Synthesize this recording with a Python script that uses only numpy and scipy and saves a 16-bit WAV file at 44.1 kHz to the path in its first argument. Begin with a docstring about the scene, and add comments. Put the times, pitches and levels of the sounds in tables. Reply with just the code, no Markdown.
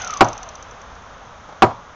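"""In an outdoor yard, a sledgehammer hits a concrete foundation wall twice, hard enough to overload the
microphone. The wall and its timber sill ring briefly and the yard throws the blows back. Close by, a
rotary hammer drill coasts to a stop, its gears whining and its striker ticking ever more slowly.
A boot scuffs the gravel just before the second blow, over a soft outdoor hush."""
import sys
import numpy as np
from scipy import signal
from scipy.fft import rfft, irfft
from scipy.io import wavfile
from scipy.ndimage import uniform_filter1d

SR = 44100
rng = np.random.default_rng(int(sys.argv[2]) if len(sys.argv) > 2 else 0)


def bounce(signal):
    """Save signal as a 16-bit WAV file at the path given by the first command-line argument."""
    frames = np.transpose(np.atleast_2d(signal))
    limited = np.clip(frames, -1, 1)
    pcm = np.round(limited * 32767).astype(np.int16)
    wavfile.write(sys.argv[1], SR, pcm)


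N = 85995
T = np.arange(N) / SR
AGE = T[:SR // 2]  # seconds since a short sound began

# Ticks of the drill's striker, one per turn of its crank: t/s, relative level/dB
STRIKER_TICKS = [(0.0189, 1.5), (0.0461, 1), (0.0748, 2.5), (0.106, 0.5), (0.1375, 2), (0.1719, 2),
                 (0.2072, -11), (.2456, 0.5), (0.2862, -1), (0.3304, -4), (.3782, -6), (.4308, -4),
                 (0.4894, -6.5), (0.554, -7), (.6260, -9.5), (0.711, -15), (0.8163, -16), (0.952, -22),
                 (1.176, -27)]


def amp(db):
    """Turn decibels into a number to multiply a sound by."""
    return 10 ** (np.asarray(db) / 20)


def unit(x):
    """Scale a signal to an average strength (rms) of 1."""
    return x / np.sqrt(np.mean(x ** 2) + 1e-20)


def noise(spectrum, size):
    """Noise of strength 1, its tone shaped by rows that start with f/Hz, relative level/dB."""
    row_hz, row_db = np.transpose(spectrum)[:2]
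    hz = np.fft.rfftfreq(size, 1 / SR)
    gain = amp(np.interp(np.log(hz + 1), np.log(row_hz), row_db))
    return unit(irfft(rfft(rng.standard_normal(size)) * gain, size))


def fade(t60):
    """Die away by 60 dB in t60 seconds, the 'fade time' in the tables."""
    return np.exp(-np.log(1000) * AGE / t60)


def ramp(rise_s):
    """Climb from silence to full level, then stay there."""
    return np.minimum(AGE / rise_s, 1)


def lowpass(x, hz, taps):
    """Cut the treble above hz; more taps make a steeper cut."""
    return signal.fftconvolve(x, signal.firwin(taps, hz, window=("kaiser", 9), fs=SR), "same")


def tone(hz):
    """A pure tone that follows a changing pitch."""
    return np.sin(2 * np.pi * np.cumsum(hz) / SR)


def drill_motor():
    """Gear whine, motor whistle and fan follow the slowing crank; piston strokes make the whine throb."""
    # Swell and fall of the gear whine: t/s, relative level/dB
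    whine_levels = [(0, -26), (.06, -22), (.125, -17), (.19, -22.5), (.33, -32), (.48, -34), (.7, -52)]
    # Piston strokes that load the gears: lead before a tick/turns, width/turns, relative level/dB
    strokes = [(.145, 0.064, -2), (.71, 0.044, -7.5)]
    # Rush of the fan and bearings: f/Hz, relative level/dB
    fan_spectrum = [(100, 5.5), (350, -8), (720, 12), (1400, -2.5), (2200, 4), (3200, 3), (4600, -8),
                    (5500, -6), (6300, 4), (7500, -35.5)]
    gear_teeth, whistle_cycles_per_turn, start_turns_per_s = 40, 170, 38
    times = np.array([s for s, _ in STRIKER_TICKS])
    gaps = np.diff(times)
    middles = np.r_[times[0] - gaps[0] / 2, times[:-1] + gaps / 2, times[-1]]
    speed = np.interp(T, middles, np.r_[start_turns_per_s, 1 / gaps, 0])  # turns per second
    speed_share = speed / speed[0]
    turns = np.interp(T, np.r_[times[0] - gaps[0], times], np.arange(len(times) + 1))
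    load = amp(-18)  # slack gears between strokes
    for lead, width, db in strokes:
        turns_from_stroke = (turns + lead + .5) % 1 - .5
        load += amp(db) * np.exp(-(turns_from_stroke / width) ** 2 / 2)
    waver = unit(uniform_filter1d(rng.standard_normal(N), size=150))  # random wobble in pitch
    whine = tone(gear_teeth * speed * (1 + .02 * waver)) * load
    whine *= amp(np.interp(T, *np.transpose(whine_levels)))
    whine *= np.minimum(10 * speed_share, 1)  # silent once the crank stops
    whistle = amp(-39) * speed_share ** 5 * tone(whistle_cycles_per_turn * speed * (1 + .006 * waver))
    fan = amp(-35) * speed_share ** 1.88 * noise(fan_spectrum, N)
    return whine + whistle + fan


def outdoor_hush():
    """A soft background wash that slowly gets a little quieter."""
    # Tone of the background: f/Hz, relative level/dB
    hush_spectrum = [(25, -7.5), (50, 0.5), (92, -2), (125, -8.5), (220, -10), (340, -16.5), (480, -8.5),
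                     (800, -6), (1300, -5), (1800, -14.5), (2700, -21.5), (3500, -20), (4600, -29.5),
                     (6400, -22), (7400, -39)]
    db_at_1_s, db_per_s = -40.5, -1.83
    return amp(db_at_1_s + db_per_s * (T - 1)) * noise(hush_spectrum, N)


def drill_striker():
    """The drill's striker clicks and rings once per turn, then bounces back faintly."""
    # Ringing notes of the striker: f/Hz, relative level/dB, fade time/s
    striker_notes = [(5890, -2.5, 0.016), (6125, 1.5, 0.017), (6460, -11, 0.024)]
    # Dry click of each tick: f/Hz, relative level/dB
    click_spectrum = [(800, -10.5), (2800, -10.5), (4600, -6.5), (5800, -8.5), (7000, -15), (9000, -2)]
    bounce_s, bounce_db = .0034, -25.5
    out = np.zeros(N)
    ring = sum(amp(db) * fade(t60) * np.sin(2 * np.pi * hz * AGE) for hz, db, t60 in striker_notes)
    for s, db in STRIKER_TICKS:
        click = noise(click_spectrum, len(AGE)) * fade(t60=0.027)
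        tick = amp(db) * (amp(-21) * ring + amp(-20.5) * click) * ramp(rise_s=0.00078)
        add(out, s, tick)
        add(out, s + bounce_s, amp(bounce_db) * tick)
    return out


def add(mix, s, sound):
    """Mix a sound in, starting at s seconds."""
    part = mix[max(round(s * SR), 0):][:len(sound)]
    part += sound[:len(part)]


def sledgehammer():
    """Each blow cracks on the concrete, rings the wall and comes back as echoes and a lingering tail."""
    # Hammer blows: t/s, relative level/dB, brightness of the ring/(dB per octave), extra crack/dB
    blows = [(0.2073, 1.5, -2, 3), (1.6214, 0.5, -2.24, 1.5)]
    # Ringing notes of wall, sill and hammer head: f/Hz, relative level/dB, fade time/s, rise time/s
    wall_notes = [(115.2, -18, .18, 0.019), (232.6, -3.5, 0.074, 0.0062), (344, 2, 0.071, 0.01),
                  (394.5, -0.5, 0.074, 0.0099), (596.6, -3, 0.088, 0.0038), (682.3, -3, 0.086, 0.0062),
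                  (770, 10.5, 0.05, 0.0041), (968.4, -6, 0.16, 0.0046), (1124, 1, 0.043, 0.00053),
                  (1242.4, -2.5, 0.059, 0.00033), (1357, -10.5, 0.057, .0004), (1610, -12, 0.081, 0.0013),
                  (2238, -10.5, 0.068, 0.00035), (2734, -16, .035, 0.0022)]
    # Crack of steel on concrete: f/Hz, relative level/dB
    crack_spectrum = [(25, -33), (70, -15), (160, -29.5), (280, 11), (700, 6), (1200, 12.5), (1800, -4),
                      (3000, -16), (4500, -13.5), (7000, -30)]
    # Echoes from nearby walls: delay/s, relative level/dB
    echoes = [(.0105, -19), (.044, -30), (.086, -33.5)]
    tail_db = -13
    out = np.zeros(N)
    for s, db, brightness, crack_db in blows:
        ring = np.zeros(len(AGE))
        for hz, note_db, t60, rise_s in wall_notes:
            gain = amp(note_db + brightness * np.log2(hz / 700))
            swell = 1 - np.exp(-(AGE / rise_s) ** 2)
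            ring += gain * fade(t60) * swell * np.sin(2 * np.pi * hz * AGE)
        crack = noise(crack_spectrum, len(AGE)) * fade(t60=0.075) * ramp(rise_s=0.00055)
        blow = amp(db) * (ring + amp(crack_db - 1) * crack)
        add(out, s, blow)
        for delay, echo_db in echoes:
            add(out, s + delay, amp(echo_db) * blow)
        add(out, s, amp(db + tail_db) * yard_tail())
    return out


def yard_tail(rise_s=0.004):
    """A blow lingers in the yard as a burst of noise; each band of pitches dies at its own rate."""
    # Reverberation of the yard: f/Hz, relative level/dB, fade time/s
    bands = [(25, -7.5, .3), (50, -19, 0.45), (93, -2, 0.3), (220, -4, 0.3), (380, -1, 0.19),
             (717, 1.5, 0.29), (1166, -4, 0.38), (1740, -19.5, 0.28), (3500, -34.5, 0.42),
             (7000, -30.5, 0.2)]
    spectrum = rfft(noise(bands, len(AGE)))
    log_hz = np.log(np.fft.rfftfreq(len(AGE), 1 / SR) + 1)
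    centres = np.log([hz for hz, _, _ in bands])
    tail = np.zeros(len(AGE))
    for only_this_band, (_, _, t60) in zip(np.eye(len(bands)), bands):
        band_gain = np.interp(log_hz, centres, only_this_band)
        tail += irfft(spectrum * band_gain, len(AGE)) * fade(t60)
    return tail * (1 - np.exp(-AGE / rise_s))


def boot():
    """A boot rubs the gravel, making short, soft bursts of noise."""
    # Scuffs of the boot: t/s, level/dB
    scuffs = [(1.488, -33.5), (1.524, -32.5)]
    # Tone of the gravel: f/Hz, relative level/dB
    gravel_spectrum = [(100, -11), (400, -11), (850, -4), (1500, -23), (3000, -28), (7000, -34.5)]
    out = np.zeros(N)
    for s, db in scuffs:
        add(out, s, amp(db) * noise(gravel_spectrum, len(AGE)) * fade(t60=0.058) * ramp(rise_s=0.0022))
    return out


def scene():
    """All the sounds together, in one channel."""
    return (drill_motor() + outdoor_hush() + drill_striker() + sledgehammer() + boot())[None]


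def record(dry):
    """The microphone loses high treble and overloads on the blows; the recorder shaves the peaks again."""
    treble_limit_hz, ceiling, hardness, recorder_limit = 7630, 0.71, 24, .705
    heard = lowpass(dry[0], treble_limit_hz, taps=141)
    squashed = heard / (1 + abs(heard / ceiling) ** hardness) ** (1 / hardness)
    shaved = np.clip(lowpass(squashed, treble_limit_hz, taps=141), -recorder_limit, recorder_limit)
    return lowpass(shaved, hz=16300, taps=511)[None]


dry = scene()
out = record(dry)
bounce(out)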